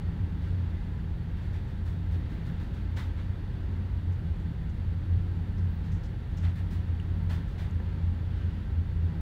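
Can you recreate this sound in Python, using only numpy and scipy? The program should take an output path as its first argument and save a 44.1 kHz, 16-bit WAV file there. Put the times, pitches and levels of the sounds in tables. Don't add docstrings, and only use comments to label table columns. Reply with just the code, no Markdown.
import sys
import numpy as np
from scipy import signal
from scipy.fft import rfft, irfft, next_fast_len
from scipy.io import wavfile
from scipy.ndimage import uniform_filter1d, map_coordinates

SR = 44100
rng = np.random.default_rng(int(sys.argv[2]) if len(sys.argv) > 2 else 0)


def makeup_ratio(level_db):
    decades = np.asarray(level_db, float) / 20
    return 10 ** decades


def transcribe(signal):
    frames = np.atleast_2d(signal).T
    limited = np.clip(frames, -1, 1)
    pcm = np.round(limited * 32767).astype(np.int16)
    wavfile.write(sys.argv[1], SR, pcm)


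N = 406144

# [t/s, peak level/dB, f/Hz, length/s]
BOOM_SWELLS = [(0.07, -36.0, 86.8, 0.055), (0.23, -29, 88.1, 0.07), (0.58, -34.0, 87.8, 0.32),
               (1.1, -36, 85.4, 0.047), (1.47, -45, 86.9, 0.29), (1.83, -34.5, 89.93, 0.063),
               (2.12, -35.5, 89.2, 0.28), (2.59, -38, 89.5, 0.061), (3.02, -37, 86.33, 0.37),
               (3.31, -33, 87.7, 0.06), (3.72, -30, 86.84, 0.19), (3.98, -32, 85.8, 0.17),
               (4.1, -28, 85.76, 0.068), (4.31, -28.5, 86.65, 0.07), (4.47, -34.5, 84.0, 0.057),
               (4.72, -36, 88, 0.034), (4.9, -33.5, 88.5, 0.18), (5.14, -27.0, 87.2, 0.12),
               (5.45, -38, 88.2, 0.65), (5.66, -34, 87.7, 0.12), (5.94, -30, 87.9, 0.055),
               (6.47, -31, 86.17, 0.11), (6.87, -34.5, 87.2, 0.68), (7.33, -36.5, 86.5, 0.21),
               (7.75, -33.5, 87.46, 0.23), (8.07, -31, 87.6, 0.066), (8.32, -35, 87.87, 0.52),
               (8.46, -27, 87.3, 0.043), (8.76, -28.5, 85.54, 0.11), (9.03, -27, 85.7, 0.12)]
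# [t/s, peak level/dB, f/Hz, length/s]
HUM_SWELLS = [(0.14, -43.0, 166.6, 0.16), (0.38, -42.5, 166.8, 0.063), (0.66, -46.0, 165.2, 0.44),
              (1.21, -49.5, 163.7, 0.48), (2.06, -47.5, 165.4, 0.4), (2.47, -42.0, 162.6, 0.16),
              (2.82, -53.5, 165.0, 0.99), (3.57, -42.5, 165.5, 0.07), (4.26, -42.5, 164.4, 0.055),
              (4.54, -40, 164.6, 0.21), (4.65, -51, 165.3, 0.05), (4.92, -42.5, 164.0, 0.12),
              (5.18, -50.5, 164.3, 0.22), (5.37, -42, 165.9, 0.056), (5.65, -42, 164.5, 0.36),
              (5.93, -41, 164.4, 0.087), (6.55, -46.5, 163.6, 0.51), (7.3, -44.5, 164.0, 0.63),
              (8.0, -44.5, 164.9, 0.25), (8.2, -50.5, 165.0, 0.06), (8.32, -40.5, 164.3, 0.08),
              (8.53, -46.5, 162.3, 0.13), (8.91, -44.5, 165.0, 0.13), (9.14, -41.5, 161.6, 0.2)]
BOOM_REST_DB, HUM_REST_DB = -39.5, -51

# [f/Hz, width/Hz, level/dB]
DEEP_MODES = [(26.1, 5.5, -11), (36.3, 7.7, 0.5), (47.3, 11, -13), (57.7, 17, 1.5)]
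UPPER_MODES = [(118.3, 10, 0.5), (140, 14, -5.5), (175.8, 13, -7.5), (200.4, 11.5, -5), (214, 8.2, -10.5),
               (246.3, 6.7, -10.5)]
DEEP_DB, UPPER_DB = -35.5, -41
SETTLE_S = 0.35

# [f/Hz, level/dB]
DUCT_COLOUR = [(130, -27.5), (220, -4), (309, -6.5), (348, -12), (374, -8), (574, -18.5), (706, -20),
               (772, -23), (831, -17.5), (1040, -22), (1900, -19.5), (2410, -27), (3530, -27.5),
               (5340, -41), (7500, -48), (9750, -78), (16500, -120)]
# [f/Hz, width/Hz, level/dB]
PANEL_MODES = [(297, 21.5, 4.5), (366, 23, -0.5), (500, 10, 2), (536, 19, 4), (735, 16, 5.5),
               (813, 27, 3.5), (913, 32, 3.5), (991, 15, 5), (1350, 27, 2), (1562, 27, 2), (2804, 23, 2),
               (3490, 110, -10), (3820, 38, -1.5), (4500, 200, 3.5), (7350, 15, 1.5)]
AIR_DB = -49.5

# [f/Hz, level/dB]
WHINES = [(9449, -99), (9993, -102), (10168, -103)]
# [t/s, level/dB]
PHONE_TURN = [
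    (0, -14.5),
    (4, -9),
    (7.5, -0.5),
    (8, -3),
    (9.21, -3),
]

# [t/s, peak level/dB, body level/dB, sheen level/dB], the last two relative
SCUFFS = [(0.419, -63, 0, -1.5), (0.472, -69.5, -8, -0.5), (1.366, -63, 3, -2.5), (1.424, -66.5, 0, 1),
          (1.53, -58.5, 1, -2), (1.672, -64, -1, 0), (1.852, -57, -3, 3), (2.108, -58.5, -1, 2),
          (2.295, -61.5, 0, 2), (2.451, -59.5, -0.5, 2.5), (2.596, -59.5, 0, 2), (2.736, -61, -1, 1),
          (2.963, -47, -0.5, 0), (3.171, -62.5, 4.5, -1.5), (5.837, -60.5, -4, -3), (6.298, -65, -4, 0),
          (6.424, -54, 2.5, -3), (6.553, -59.5, -0.5, 5), (6.705, -54, -4.5, 2.5), (7.293, -48.5, 0.5, 0.5),
          (7.474, -61, -6, 0), (7.579, -53, 0, 0)]
# [f/Hz, level/dB]
EDGE_COLOUR = [(2000, -38), (3500, 8.5), (6000, -2), (8000, -6), (12000, -25)]
SHEEN_COLOUR = [(5000, -29), (9000, -1), (12000, -4.5), (15700, 0.5)]
BODY_COLOUR = [(300, -31), (650, 1.5), (1100, -2), (1500, 0.5), (1900, 1.5), (2500, -7), (3600, -7),
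               (5500, -36.5)]
EDGE_RISE_S, EDGE_HOLD_S = 0.002, 0.034
BODY_RISE_S, BODY_HOLD_S = 0.005, 0.032
SCUFF_T60_S = 0.34

# [t/s, peak level/dB, centre f/Hz, 60 dB fade/s]
RUSTLES = [(4.122, -67, 6013, .1), (4.4, -69, 6923, .08), (4.693, -63, 6000, 0.08),
           (5.578, -62.5, 4990, .15), (5.70, -69.5, 15580, .3), (5.74, -71, 15600, .3),
           (5.918, -70.5, 14500, .06), (5.918, -61, 5870, 0.24), (5.94, -69, 7200, 0.14),
           (6.034, -72, 14500, .06), (6.034, -58, 4510, 0.2), (6.045, -68, 7000, 0.19),
           (6.368, -60.5, 5810, 0.24), (6.369, -69, 14500, .1), (6.373, -54, 2500, 0.16),
           (6.585, -59, 1800, 0.093)]
# [t/s, peak level/dB, f/Hz, 60 dB fade/s]
TICKS = [(6.9993, -58, 6780, 0.007), (6.9998, -58, 8600, .009), (6.9993, -62, 10000, .004),
         (6.9993, -65, 13800, .005), (7.1765, -57, 15100, 0.0045), (7.1765, -63, 9500, .004),
         (7.1838, -55, 15000, .004), (7.1838, -61, 9500, .004), (7.193, -64, 15000, .004),
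         (7.234, -53, 15260, 0.0051), (7.234, -58, 9470, .005), (7.311, -50, 14500, 0.0056),
         (7.70, -62, 10100, 0.0084), (7.71, -52, 6600, .008), (7.711, -56, 7500, .008),
         (7.71, -60, 15000, 0.005), (7.747, -60, 9730, .008)]
# [t/s, peak level/dB, f/Hz, 60 dB fade/s]
KNOCKS = [
    (6.9993, -38, 2870, 0.012),
    (6.9993, -50, 1600, .012),
    (7.25, -44, 899.3, 0.016),
    (7.801, -37, 475, .025),
    (7.801, -41, 795, 0.018),
    (7.801, -43, 1750, .02),
    (7.802, -51, 2600, .012),
]

# [t/s, level/dB]
STROKE = [
    (8.25, -88),
    (8.33, -64.5),
    (8.449, -63),
    (8.561, -64),
    (8.7, -81),
]
# [f/Hz, width/Hz, level/dB]
BORE_MODES = [(2970, 690, -2), (1500, 900, -3), (5200, 1500, -12)]

# [f/Hz, level/dB]
MIC_COLOUR = [(3000, -30), (6000, -6.5), (8000, 1), (11000, 1), (13500, -1.5), (15700, 0)]
MIC_HISS_DB, MIC_TOP_HZ = -77.5, 15720


def unit(x):
    return x / np.sqrt(np.mean(x ** 2) + 1e-20)


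def curves(rows):
    times, *columns = np.transpose(rows)
    return [np.interp(np.arange(N) / SR, times, column) for column in columns]


def wobble(rate):
    points = rng.standard_normal(int(N * rate / SR) + 4)
    return map_coordinates(points, [np.arange(N) * rate / SR])


def along(points):
    hz, db = np.transpose(points)
    return lambda f: makeup_ratio(np.interp(np.log(f + 1), np.log(hz + 1), db))


def modes(table):
    def response(f):
        power = 0
        for centre, width, db in table:
            power = power + (makeup_ratio(db) * f * width) ** 2 / ((centre ** 2 - f * f) ** 2 + (f * width) ** 2)
        return np.sqrt(power)
    return response


def noise(response, count=N):
    m = next_fast_len(count + 8192)
    spectrum = rfft(rng.standard_normal(m)) * response(np.fft.rfftfreq(m, 1 / SR))
    return unit(irfft(spectrum, m)[:count])


def steady(x, seconds):
    power = np.abs(uniform_filter1d(x ** 2, int(seconds * SR)))
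    return x / np.sqrt(power + 1e-3)


def add(track, start_s, burst):
    part = track[round(start_s * SR):][:len(burst)]
    part += burst[:len(part)]


def ringing_mode(swells, rest_db, centre_hz, width_hz, waver_hz, skirt_db):
    start, db, hz, length = np.transpose(swells)
    t = np.arange(0, N + 200, 200) / SR
    bells = makeup_ratio(db) * np.exp(-4 * np.log(2) * ((t[:, None] - start) / length) ** 2)
    rest_power = makeup_ratio(rest_db) ** 2
    pitch = (bells ** 2 @ hz + rest_power * centre_hz) / ((bells ** 2).sum(axis=1) + rest_power)
    loudness = makeup_ratio(rest_db) + bells.sum(axis=1)
    pitch, loudness = curves(np.transpose([t, pitch, loudness]))
    phase = 2 * np.pi * np.cumsum(pitch + waver_hz * wobble(12)) / SR
    tone = np.sqrt(2) * np.sin(phase)
    resonance = modes([(centre_hz, width_hz, 0)])
    skirt = steady(noise(lambda f: resonance(f) ** 2), 0.15)
    return loudness * unit(tone + makeup_ratio(skirt_db) * skirt)


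def boom_and_hum():
    boom = ringing_mode(BOOM_SWELLS, BOOM_REST_DB, centre_hz=87.5, width_hz=24, waver_hz=2.105, skirt_db=-6.5)
    hum = ringing_mode(HUM_SWELLS, HUM_REST_DB, centre_hz=165, width_hz=15.4, waver_hz=1.606, skirt_db=-4.5)
    return boom + hum


def rumble():
    deep = noise(lambda f: modes(DEEP_MODES)(f) ** 1.467 * f ** 2 / (f ** 2 + 18 ** 2))
    upper = noise(lambda f: modes(UPPER_MODES)(f) ** 1.344)
    return makeup_ratio(DEEP_DB) * steady(deep, SETTLE_S) + makeup_ratio(UPPER_DB) * steady(upper, SETTLE_S)


def ventilation():
    knots = rng.standard_normal(1200)

    def ripple(f):
        return makeup_ratio(np.minimum(f / 1500, 1.2) * map_coordinates(knots, [f / 14]))

    hiss = noise(lambda f: along(DUCT_COLOUR)(f) * ripple(f) * np.sqrt(1 + modes(PANEL_MODES)(f) ** 2))
    breathing_db = 0.4 * wobble(0.8) + 0.59 * wobble(2.92) + 0.19 * wobble(11)
    return hiss * makeup_ratio(AIR_DB + breathing_db)


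def motor_whines():
    t = np.arange(N) / SR
    whine = np.zeros(N)
    for hz, db in WHINES:
        level = makeup_ratio(db + 3.5 + 1.5 * wobble(4))
        whine += level * np.sin(2 * np.pi * hz * t + 0.6 * wobble(9))
    return makeup_ratio(curves(PHONE_TURN)[0]) * whine


def scuffs():
    t = np.arange(SR // 2) / SR
    edge, sheen, body = np.zeros((3, N))

    def shape(rise, hold):
        fade = makeup_ratio(-60 * np.maximum(t - hold, 0) / SCUFF_T60_S)
        return fade * (1 - np.exp(-t / rise))

    grit_shape = shape(EDGE_RISE_S, EDGE_HOLD_S)
    body_shape = shape(BODY_RISE_S, BODY_HOLD_S)
    for start, db, body_db, sheen_db in SCUFFS:
        add(edge, start, makeup_ratio(db - 8.5) * grit_shape)
        add(sheen, start, makeup_ratio(db + sheen_db - 15.5) * grit_shape)
        add(body, start, makeup_ratio(db + body_db + 2) * body_shape)
    layers = edge * noise(along(EDGE_COLOUR))
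    layers += sheen * noise(along(SHEEN_COLOUR))
    layers += body * noise(along(BODY_COLOUR))
    roughness_db = 0.86 * wobble(300) + 0.38 * wobble(70)
    return makeup_ratio(roughness_db) * layers


def rustles():
    out = np.zeros(N)
    t = np.arange(SR // 4) / SR
    for start, db, hz, t60 in RUSTLES:
        resonance = modes([(hz, 3800, 0)])
        puff = noise(lambda f: resonance(f) ** 3, count=len(t))
        fade = makeup_ratio(db - 1.5 - 60 * t / t60 + 1.8 * wobble(150)[:len(t)])
        add(out, start, fade * puff * (1 - np.exp(-t / 0.0014)))
    return out


def ticks_and_knocks():
    out = np.zeros(N)
    t = np.arange(SR // 10) / SR
    onset = 1 - np.exp(-t / 0.00031)
    for start, db, hz, t60 in TICKS + KNOCKS:
        add(out, start, makeup_ratio(db - 60 * t / t60) * np.sin(2 * np.pi * hz * t) * onset)
    return out


def piston_slide():
    stroke_db = np.interp(np.arange(N) / SR, *np.transpose(STROKE), left=-150, right=-150)
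    rubbing = noise(lambda f: modes(BORE_MODES)(f) ** 2)
    return makeup_ratio(stroke_db + 1.2 * wobble(30)) * rubbing


def scene():
    mix = boom_and_hum() + rumble() + ventilation() + motor_whines()
    mix += scuffs() + rustles() + ticks_and_knocks() + piston_slide()
    return mix[None]


def roll_off(x):
    return signal.sosfilt(signal.butter(12, 16260, fs=SR, output="sos"), x)


def record(dry):
    wet = dry + makeup_ratio(MIC_HISS_DB) * noise(along(MIC_COLOUR))
    m = next_fast_len(N + 4096)
    passed = np.fft.rfftfreq(m, 1 / SR) < MIC_TOP_HZ
    wet = irfft(rfft(wet, m) * passed, m)[:, :N]
    return roll_off(wet)


dry = scene()
out = record(dry)
transcribe(out)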